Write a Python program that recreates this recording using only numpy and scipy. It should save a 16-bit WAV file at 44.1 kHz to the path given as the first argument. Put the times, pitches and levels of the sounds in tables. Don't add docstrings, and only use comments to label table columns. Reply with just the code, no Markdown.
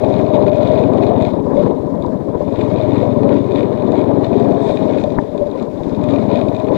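import sys
import numpy as np
from scipy import signal
from scipy.fft import rfft, irfft, next_fast_len
from scipy.io import wavfile
from scipy.ndimage import uniform_filter1d, minimum_filter1d

SR = 44100
rng = np.random.default_rng(int(sys.argv[2]) if len(sys.argv) > 2 else 0)


def persist_wave(psi):
    counts = np.round(np.clip(psi, -1, 1) * 32767).astype(np.int16)
    wavfile.write(sys.argv[1], SR, np.atleast_2d(counts).T)


N = 298557

# time_s, firings_per_s
ENGINE_SPEED = [(0.0, 20.01), (0.4, 19.53), (1.1, 19.53), (1.4, 15.27), (1.8, 14.75), (2.1, 13.87),
                (2.35, 14.77), (2.55, 19.13), (2.85, 20.75), (3.3, 20.79), (4.7, 20.75), (4.95, 19.61),
                (5.45, 14.9), (5.9, 17.06), (6.1, 19.88), (6.35, 20.0), (6.55, 19.16), (6.77, 20.22)]
# time_s, thump_db, roar_db, panel_hum_db
RIDE_LEVELS = [(0.0, -19.5, -13, -15.5), (0.5, -20.5, -14, -16), (1.1, -18.5, -13.5, -18),
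               (1.35, -23, -14, -28), (1.8, -28, -17.5, -23), (2.2, -28, -18, -25.5),
               (2.62, -20.5, -14, -22), (3.0, -18, -13, -17), (3.5, -22.5, -13.5, -23.5),
               (3.8, -23.5, -14, -21), (4.3, -21, -16, -22.5), (4.7, -25.5, -14, -24.5),
               (5.05, -25, -18, -22.5), (5.3, -30.5, -21, -25.5), (5.65, -32.5, -21.5, -27),
               (6.05, -20.5, -15, -22), (6.5, -22.5, -11.5, -23.5), (6.77, -31, -14, -20)]
# centre_s, half_length_s, throb_db
LABOURING = [(2.4, 0.12, 3), (5.88, 0.096, 1.5)]
# cycle_share, pitch_hz, width_hz, level_db
FRAME_MODES = [(0.3, 409.7, 20.8, 6.5), (0.336, 375.4, 6.7, -8), (0.499, 278, 23, 1.5),
               (0.553, 242.3, 28, 4.5), (0.623, 198.6, 7.9, 0.5), (0.819, 756, 63, -23),
               (0.953, 654, 54, -3.5)]
# frequency_hz, density_db
ROAR_SPECTRUM = [(15, -54), (25, -29.5), (53, -29), (107, -13), (168, -2), (273, 0), (319, -0.5),
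                 (508, -5.5), (605, -4.5), (735, -20), (1000, -10), (1270, -31.5), (2060, -16),
                 (2450, -61.5), (2600, -39), (3380, -69), (5720, -120)]
# pitch_hz, width_hz
CAVITY_MODES = [(275, 60), (415, 60)]
# time_s, lower_db, upper_db
CAVITY_LEVELS = [(0.0, -9.5, -11.5), (6.77, -7.5, -13)]
# time_s, pitch_hz, width_hz
PANEL_NOTE = [(0, 615, 95), (.6, 605, 80), (.86, 622, 80), (.95, 648, 150), (1.25, 627, 150),
              (1.52, 532, 50), (1.62, 600, 60), (2.2, 580, 120), (2.8, 612, 55), (3.1, 590, 50),
              (3.27, 568, 55), (3.5, 590, 40), (3.85, 603, 45), (4.2, 620, 100), (4.35, 685, 70),
              (4.6, 680, 80), (4.75, 620, 90), (5.4, 586, 80), (6.2, 605, 60), (6.5, 630, 120),
              (6.77, 607, 65)]
# centre_s, half_length_s, lift_db
PANEL_SWELLS = [(1.25, 0.053, 8), (1.585, 0.028, 16.5), (3.3, 0.072, 7), (4.71, 0.025, 8.5),
                (5.04, 0.037, 5.5), (6.33, 0.17, 6.5), (6.7, 0.032, 2.5)]
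# centre_s, half_length_s, rattle_lift_db, frame_lift_db
ROUGH_PATCHES = [(0.17, 0.13, 6.5, 1.5), (0.353, 0.018, 12, 5.5), (0.428, 0.019, 11.5, 9.5),
                 (0.477, 0.019, 8.5, 7.5), (0.623, 0.076, 9.5, 4), (0.776, 0.073, 10, 2.5),
                 (1.023, 0.11, 8.5, 7), (1.24, 0.073, 9.5, 5.5), (1.315, 0.045, 6, -5),
                 (1.615, 0.071, 15, 14), (1.71, 0.0096, 12, 10.5), (2.055, 0.025, 5, 5),
                 (2.597, 0.078, 6.5, 3.5), (2.78, 0.055, 5.5, -4), (2.982, 0.079, 8.5, 2.5),
                 (3.32, 0.076, 7, 8.5), (3.599, 0.057, 8.5, 4), (3.973, 0.062, 6.5, 10),
                 (4.249, 0.016, 8, 4.5), (4.377, 0.081, 2.5, 10), (4.501, 0.028, 1.5, 8),
                 (4.698, 0.08, 5.5, 2), (4.83, 0.033, 5, 8.5), (4.974, 0.098, 6.5, 6),
                 (5.39, .03, 1.5, 11.5), (5.5, 0.062, 3, 5), (5.59, 0.046, 7, 3.5), (6.128, 0.085, 8, 6),
                 (6.35, 0.08, 8.5, 1.5), (6.53, 0.15, 2.5, -7.5), (6.77, 0.031, 10.5, 1.5)]
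# pitch_hz, tick_db, t60_s, buzz_and_click_db
LOOSE_PARTS = [(1398, 0.5, 0.031, -10), (1890, 6, 0.0098, -4.5), (2190, 3, 0.017, -5.5),
               (2458, -4.5, 0.028, 0), (2780, -11, 0.017, -14.5), (2934, -8, 0.023, -13.5),
               (3300, -2, 0.017, -9.5), (3588, 2, 0.016, -4), (3795, -2.5, 0.025, -5.5),
               (4087, -3, 0.022, -8.5), (4700, -12, 0.016, -15), (5060, -18, 0.003, -25.5),
               (6260, -21, 0.01, -23), (7320, -13, 0.007, -18)]
# cycle_share, level_db
PANEL_TAPS = [(0.0, -3), (0.25, 0), (0.48, -4), (0.75, 0)]
# start_s, strength_db, brightness_db_per_octave
HARD_CLICKS = [(0.0458, -28, 1), (0.196, -31.5, -12), (0.3192, -46, 2.0), (0.3355, -27, 1),
               (0.3466, -30, 2.0), (0.4124, -39, 1), (0.4246, -29, 1), (0.4655, -30, -10), (0.4774, -30, 1),
               (0.5166, -31, -1), (0.5307, -29, -6.5), (0.5816, -30, -2), (0.6305, -26.5, 4),
               (0.6567, -33, 0), (0.757, -28, -1), (0.8111, -34, -2), (0.8367, -27, -5), (0.9348, -29.5, 5),
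               (1.0101, -45, 0), (1.0271, -39, 2.0), (1.066, -28, 2.0), (1.2118, -28, 1), (1.2226, -27, 4),
               (1.2496, -22.5, 1), (2.023, -33, 5), (2.0464, -51, 2.0), (2.0627, -41, 10),
               (2.5242, -35, 2.0), (2.5713, -36, -3), (2.608, -30, -6), (2.7593, -28, -3),
               (2.934, -34.5, 8), (2.9652, -29, -4), (3.0283, -32, 2.0), (3.2326, -33, -0.5),
               (3.2908, -29, -3), (3.5185, -30, 4), (3.5897, -38, -2), (3.919, -33, 8), (3.9913, -36, 6),
               (4.0143, -34, 4), (4.2453, -27, 2.0), (4.3151, -39, 0), (4.3301, -28, 3), (4.398, -32, 6),
               (4.445, -35, 4), (4.6603, -30.5, 0), (4.6872, -33, -6), (4.7102, -34, 4), (4.7714, -26, 2.0),
               (4.8813, -34, -3), (4.9482, -41, -5), (4.9835, -26, -5), (5.0379, -28, 4), (5.0742, -40, 4),
               (5.1023, -31, -2), (5.1552, -37, -1), (5.2135, -42, 3), (5.3777, -30, 2.0), (5.4681, -37, 9),
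               (5.4999, -41, 2.0), (5.513, -35, 7), (5.5555, -39, -3), (5.5972, -30, -9), (5.6256, -36, 12),
               (5.7763, -40, 2.0), (5.833, -33.5, 2.0), (5.894, -38, 6), (5.9474, -32.5, 2.0),
               (6.0132, -37, 4), (6.0386, -33, 8), (6.108, -32, 3.5), (6.1583, -31, -4), (6.314, -27.5, 0),
               (6.3335, -33, 2.0), (6.3565, -24, 1), (6.4846, -29, 4), (6.5266, -39, 6), (6.547, -30, 3),
               (6.564, -30, 3), (6.5994, -33, 6), (6.6857, -33, -8), (6.755, -36, 2.0)]
# start_s, strength_db, pitch_hz, spread_octaves
KNOCKS_AND_CHUGS = [(.04, -14, 950, .3), (1.13, -13, 980, .1), (1.215, -13, 960, .1), (1.555, -5, 520, .08),
                    (1.575, -5, 580, .08), (1.592, -5, 580, .08), (2.046, -5, 940, .12),
                    (2.403, -10, 580, .1), (2.758, -9, 580, .2), (2.92, -13, 815, .1), (4.091, -9, 580, .2),
                    (4.326, -8, 580, .2), (4.694, -8, 580, .15), (4.962, -8, 580, .15),
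                    (5.04, -7, 580, .12), (5.073, -9, 580, .12), (5.161, -19, 290, .3),
                    (5.181, -15, 290, .4), (5.179, -20, 1400, .2), (5.186, -10, 1850, .14),
                    (5.1855, -7, 1150, .5), (5.188, -6, 815, .1), (5.188, -10, 290, .5),
                    (5.408, -5, 580, .08), (5.4166, -7, 580, .08), (5.461, -10, 580, .1),
                    (5.804, -17, 500, .8), (5.865, -18, 290, .5), (5.93, -17, 290, .4),
                    (6.339, -7, 580, .1), (6.707, -7, 580, .3)]
# pitch_hz, level_db, t60_s
BODYWORK_MODES = [(290, 10, .03), (520, -1, .12), (580, 0, .09), (815, -6, .09), (960, -3, .04),
                  (1150, -9, .015), (1400, -6, .012), (1800, -3, .02), (2000, -3, .02)]
# frequency_hz, density_db
SWISH_SPECTRUM = [(2500, -27.5), (4500, -1), (8000, -1.5), (10500, -11.5), (13000, -43.5)]
# frequency_hz, density_db
AIR_SPECTRUM = [(1000, -21.5), (1500, 14.5), (3000, -1), (4500, 3.5), (6000, -2.5), (7300, -4.5),
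                (8200, -12.5), (9500, -42), (15000, -95)]
# time_s, level_db
AIR_LEVEL = [(0, -50), (.32, -53.5), (1.24, -57.5), (1.36, -55.5), (2.28, -56), (2.75, -51.5), (3.6, -55),
             (3.7, -58), (4.6, -50.5), (5.07, -50), (5.28, -54.5), (5.62, -51), (5.7, -51), (6.13, -51.5),
             (6.77, -51.5)]
# frequency_hz, density_db
WIND_SPECTRUM = [(12, -43.5), (25, 8.5), (45, 10.5), (70, 17.5), (110, -37)]
# frequency_hz, density_db
SELF_NOISE_SPECTRUM = [(30, -26.5), (100, -11), (240, -1), (500, -4), (1000, -11), (15000, -8.5)]

CRUISE_PER_S = 21.5
FRAME_DB, RATTLE_DB, BUZZ_DB = -7.5, -45, -1.5
FRAME_DROP_DB, RATTLE_DROP_DB, BUZZ_DROP_DB, CLICK_DROP_DB = 12.5, 17.5, 20, 22


def exhaust(cycles, centre_share=0.807, spread_share=0.16, cruise_swings=5.65):
    slow_ratio = CRUISE_PER_S / in_time(ENGINE_SPEED)[0]
    uneven = slowing() * amp(-1.5 * labour_db())
    firing = np.round(cycles - centre_share).astype(int)
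    size, late = rng.standard_normal((200, 2))[firing + 1].T
    turn = cycles - centre_share - firing - 0.08 * uneven * late
    swings = cruise_swings * slow_ratio ** 0.47
    envelope = np.exp(-.5 * (turn * slow_ratio ** 2 / spread_share) ** 2)
    thump = amp((0.24 + 4.4 * uneven) * size) * envelope * np.sin(2 * np.pi * swings * turn)
    return amp(in_time(RIDE_LEVELS)[0]) * rms_one(butter(thump, 2, 50, "high"))


def frame(cycles):
    rung = 0
    for share, hz, width_hz, level_db in FRAME_MODES:
        shakes = once_a_cycle(cycles, share, jitter_s=0.00011, spread_db=2.5)
        rung += amp(level_db) * resonate(shakes, hz, width_hz)
    rung *= amp(0.86 * labour_db() * pulse(cycles, .75))
    level_db = in_time(RIDE_LEVELS)[1] + FRAME_DB - FRAME_DROP_DB * slowing()
    lift_db = bells(ROUGH_PATCHES)[1] + 1.4 * drift(7.5)
    return amp(level_db + lift_db) * rms_one(butter(rung, 2, [170, 800], "band"))


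def roar(cycles):
    _, roar_db, panel_db = in_time(RIDE_LEVELS)
    roar_db += 0.46 * bells(ROUGH_PATCHES)[1]
    panel_db += bells(PANEL_SWELLS)[0] + 1.6 * drift(1.8)
    throb_db = (1.4 + 4 * slowing() + labour_db()) * pulse(cycles, .78)
    body = tyres_and_air(throb_db) + duct(throb_db) + amp(.4 * throb_db) * cavities()
    hum = amp(panel_db + 0.27 * throb_db) * hollow_panel()
    from_lull = (cycles - .28 + .5) % 1 - .5
    lull_db = -2.2 * labour_db() * np.exp(-(from_lull / .17) ** 2)
    return amp(lull_db) * (amp(roar_db) * body + hum)


def tyres_and_air(throb_db, low_roar_hz=152):
    tilt_db_per_octave = 1 - 1.5 * slowing() + 1.1 * drift(25)
    low_roar_db = -3 + 12.5 * slowing() + labour_db()
    shared_db = 1.9 * drift(9) + 0.44 * throb_db
    edges_hz = 25 * 2 ** np.arange(0, 6.8, 1 / 3)
    white = rng.standard_normal((2, N))
    out = 0
    for k, (low, high) in enumerate(zip(edges_hz, edges_hz[1:])):
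        band = butter(white[k % 2], 2, [low, high], "band")
        hz = np.sqrt(low * high)
        colour_db = at_hz(ROAR_SPECTRUM, hz) + tilt_db_per_octave * np.log2(hz / 400)
        colour_db += low_roar_db * nearness(hz, low_roar_hz, octaves=0.35)
        out += band * amp(colour_db + shared_db + 2.13 * drift(11.7))
    return rms_one(butter(out, 4, 1000))


def hollow_panel(narrow_hz=22, wide_hz=170):
    note_hz, width_hz = in_time(PANEL_NOTE)
    phase = 2 * np.pi * np.cumsum(note_hz) / SR
    narrow = rms_one(butter(rng.standard_normal((2, N)), 2, narrow_hz / 2))
    wide = rms_one(butter(rng.standard_normal((2, N)), 2, wide_hz / 2))
    wide_share = np.clip((width_hz - narrow_hz) / (wide_hz - narrow_hz), 0, 1)
    slow = np.sqrt(1 - wide_share) * narrow + np.sqrt(wide_share) * wide
    return rms_one(slow[0] * np.cos(phase) + slow[1] * np.sin(phase))


def cavities():
    return sum(amp(db + 1.7 * drift(5)) * resonant_noise(hz, width_hz, passes=2)
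               for (hz, width_hz), db in zip(CAVITY_MODES, in_time(CAVITY_LEVELS)))


def duct(throb_db):
    return amp(-21 + 2 * drift(26) + 1.2 * throb_db) * resonant_noise(hz=998, width_hz=248, passes=3)


def rattle(cycles):
    level_db = RATTLE_DB - RATTLE_DROP_DB * slowing() + bells(ROUGH_PATCHES)[0] + 1.5 * drift(22)
    buzz_db = BUZZ_DB - BUZZ_DROP_DB * slowing() + drift(3.5)
    chatter = loose_ticks(cycles) + amp(buzz_db) * panel_buzz(cycles)
    return butter(amp(level_db) * chatter + hard_clicks(), 3, [1200, 7800], "band")


def loose_ticks(cycles):
    ticks_per_s = 3000 * amp(0.57 * np.cos(4 * np.pi * (cycles - .76)) + 0.64 * drift(25))
    sizes = amp(3.6 * np.minimum(rng.exponential(1, N), 4)) * rng.choice([-1, 1], N)
    ticks = sizes * (rng.random(N) < ticks_per_s / SR)
    return rms_one(sum(amp(db + 1.4 * drift(7)) * ring(ticks * rng.standard_normal(N), hz, t60)
                       for hz, db, t60, _ in LOOSE_PARTS))


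def panel_buzz(cycles, uneven_db=3.5):
    taps = sum(amp(db) * once_a_cycle(cycles, share, jitter_s=.0014, spread_db=2.8)
               for share, db in PANEL_TAPS)
    taps += .5 * np.roll(taps, 61)
    out = 0
    for k, (hz, _, t60, level_db) in enumerate(LOOSE_PARTS):
        strikes = taps * amp(uneven_db * rng.standard_normal(N))
        out += (-1) ** k * amp(level_db) * ring(strikes, hz, t60)
    return rms_one(out)


def hard_clicks(large_below_hz=3100):
    start_s, strength_db, brightness = np.transpose(HARD_CLICKS)
    at = (start_s * SR).astype(int)
    scatter_db = rng.normal(0, 2.5, (len(at), len(LOOSE_PARTS)))
    drop_db = CLICK_DROP_DB * slowing()[at]
    out = 0
    for k, (hz, _, t60, level_db) in enumerate(LOOSE_PARTS):
        colour_db = level_db + brightness * np.log2(hz / 3000) - drop_db * (hz < large_below_hz)
        clicks = np.zeros(N)
        clicks[at] = amp(strength_db + colour_db + scatter_db[:, k])
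        out += (-1) ** k * ring(clicks, hz, t60)
    return out


def knocks_and_chugs():
    out = np.zeros(N)
    for start_s, strength_db, note_hz, octaves in KNOCKS_AND_CHUGS:
        push = np.hanning(int(SR / note_hz) + 3)
        blow = np.zeros(SR // 4)
        blow[:len(push)] = 2 * amp(strength_db) * push / push.sum()
        rung = sum(amp(db) * nearness(hz, note_hz, octaves) * ring(blow, hz, t60)
                   for hz, db, t60 in BODYWORK_MODES)
        cutoff_hz = note_hz * 2 ** min(octaves + .3, 1.6)
        at = round(start_s * SR)
        out[at:at + len(blow)] += butter(rung, 6, cutoff_hz)[:N - at]
    return out


def swish_and_squeal(start_s=4.52, attack_s=0.1, hold_s=0.083, release_s=0.44):
    corners_s = start_s + np.cumsum([0, attack_s, hold_s, release_s])
    envelope_db = np.interp(np.arange(N) / SR, corners_s, [-40, 0, 0, -40])
    swish = amp(-55) * coloured(SWISH_SPECTRUM)
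    squeal = amp(-41.5) * resonant_noise(hz=3700, width_hz=260, passes=2)
    return amp(envelope_db) * (swish + squeal)


def air_hiss(cycles):
    level_db = in_time(AIR_LEVEL)[0] + 0.27 * bells(ROUGH_PATCHES)[0] + 1.9 * drift(14)
    return amp(level_db + .2 * labour_db() * pulse(cycles, .85)) * coloured(AIR_SPECTRUM)


def wind():
    roar_db = in_time(RIDE_LEVELS)[1]
    return amp(-43.5 + .8 * (roar_db - roar_db.mean()) + drift(10)) * coloured(WIND_SPECTRUM)


def slowing():
    return np.clip(CRUISE_PER_S / in_time(ENGINE_SPEED)[0] - 1, 0, 1)


def labour_db():
    return bells(LABOURING)[0]


def pulse(cycles, share):
    return np.cos(2 * np.pi * (cycles - share))


def once_a_cycle(cycles, share, jitter_s, spread_db):
    at = np.flatnonzero(np.diff(np.floor(cycles - share)) > 0)
    late, size = rng.standard_normal((len(at), 2)).T
    at += (late * jitter_s * SR).astype(int)
    clicks = np.zeros(N)
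    clicks[np.clip(at, 0, N - 1)] = amp(spread_db * size)
    return clicks


def resonate(x, hz, width_hz):
    r, w = np.exp(-np.pi * width_hz / SR), 2 * np.pi * hz / SR
    return signal.lfilter([0, np.sin(w)], [1, -2 * r * np.cos(w), r * r], x + 1e-18)


def ring(x, hz, t60):
    return resonate(x, hz, np.log(1000) / (np.pi * t60))


def resonant_noise(hz, width_hz, passes):
    noise = rng.standard_normal(N)
    for _ in range(passes):
        noise = resonate(noise, hz, width_hz)
    return rms_one(noise)


def coloured(spectrum):
    size = next_fast_len(N)
    hz = np.maximum(np.arange(size // 2 + 1) * SR / size, 1)
    shaped = rfft(rng.standard_normal(size)) * amp(at_hz(spectrum, hz))
    return rms_one(irfft(shaped, size)[:N])


def drift(rate_hz):
    step, settle = 40, 2000
    r = np.exp(-2 * np.pi * rate_hz * step / SR)
    noise = rng.standard_normal(N // step + settle + 2)
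    slow = signal.lfilter([1], [1, -2 * r, r * r], noise)[settle:]
    return np.interp(np.arange(N) / step, np.arange(len(slow)), rms_one(slow))


def bells(rows):
    t = np.arange(N) / SR
    return sum(np.exp(-((t - centre_s) / half_s) ** 2) * np.array(lifts_db)[:, None]
               for centre_s, half_s, *lifts_db in rows)


def in_time(rows):
    time_s, *columns = np.transpose(rows)
    return [np.interp(np.arange(N) / SR, time_s, column) for column in columns]


def at_hz(spectrum, hz):
    points_hz, db = np.transpose(spectrum)
    return np.interp(np.log(hz), np.log(points_hz), db)


def nearness(hz, centre_hz, octaves):
    return np.exp(-(np.log2(hz / centre_hz) / octaves) ** 2)


def butter(x, order, hz, kind="low"):
    return signal.sosfilt(signal.butter(order, hz, kind, fs=SR, output="sos"), x)


def amp(db):
    return 10 ** (np.asarray(db) / 20)


def rms_one(x):
    return x / np.sqrt(np.mean(x ** 2) + 1e-20)


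def scene():
    cycles = np.cumsum(in_time(ENGINE_SPEED)[0]) / SR
    scooter = exhaust(cycles) + frame(cycles) + roar(cycles) + rattle(cycles) + knocks_and_chugs()
    background = swish_and_squeal() + air_hiss(cycles) + wind()
    return np.array([scooter + background, np.zeros(N)])


def record(dry, self_noise_db=-65, cutoff_hz=15330):
    span = SR // 100
    safe_gain = minimum_filter1d(np.minimum(1, 1 / (np.abs(dry) + 1e-9)), span)
    gain = uniform_filter1d(uniform_filter1d(safe_gain, span // 2), span // 3)
    hiss = amp(self_noise_db) * np.array([coloured(SELF_NOISE_SPECTRUM) for _ in range(2)])
    return signal.sosfilt(signal.cheby2(16, 70, cutoff_hz, fs=SR, output="sos"), gain * dry + hiss)


dry = scene()
out = record(dry)
persist_wave(out)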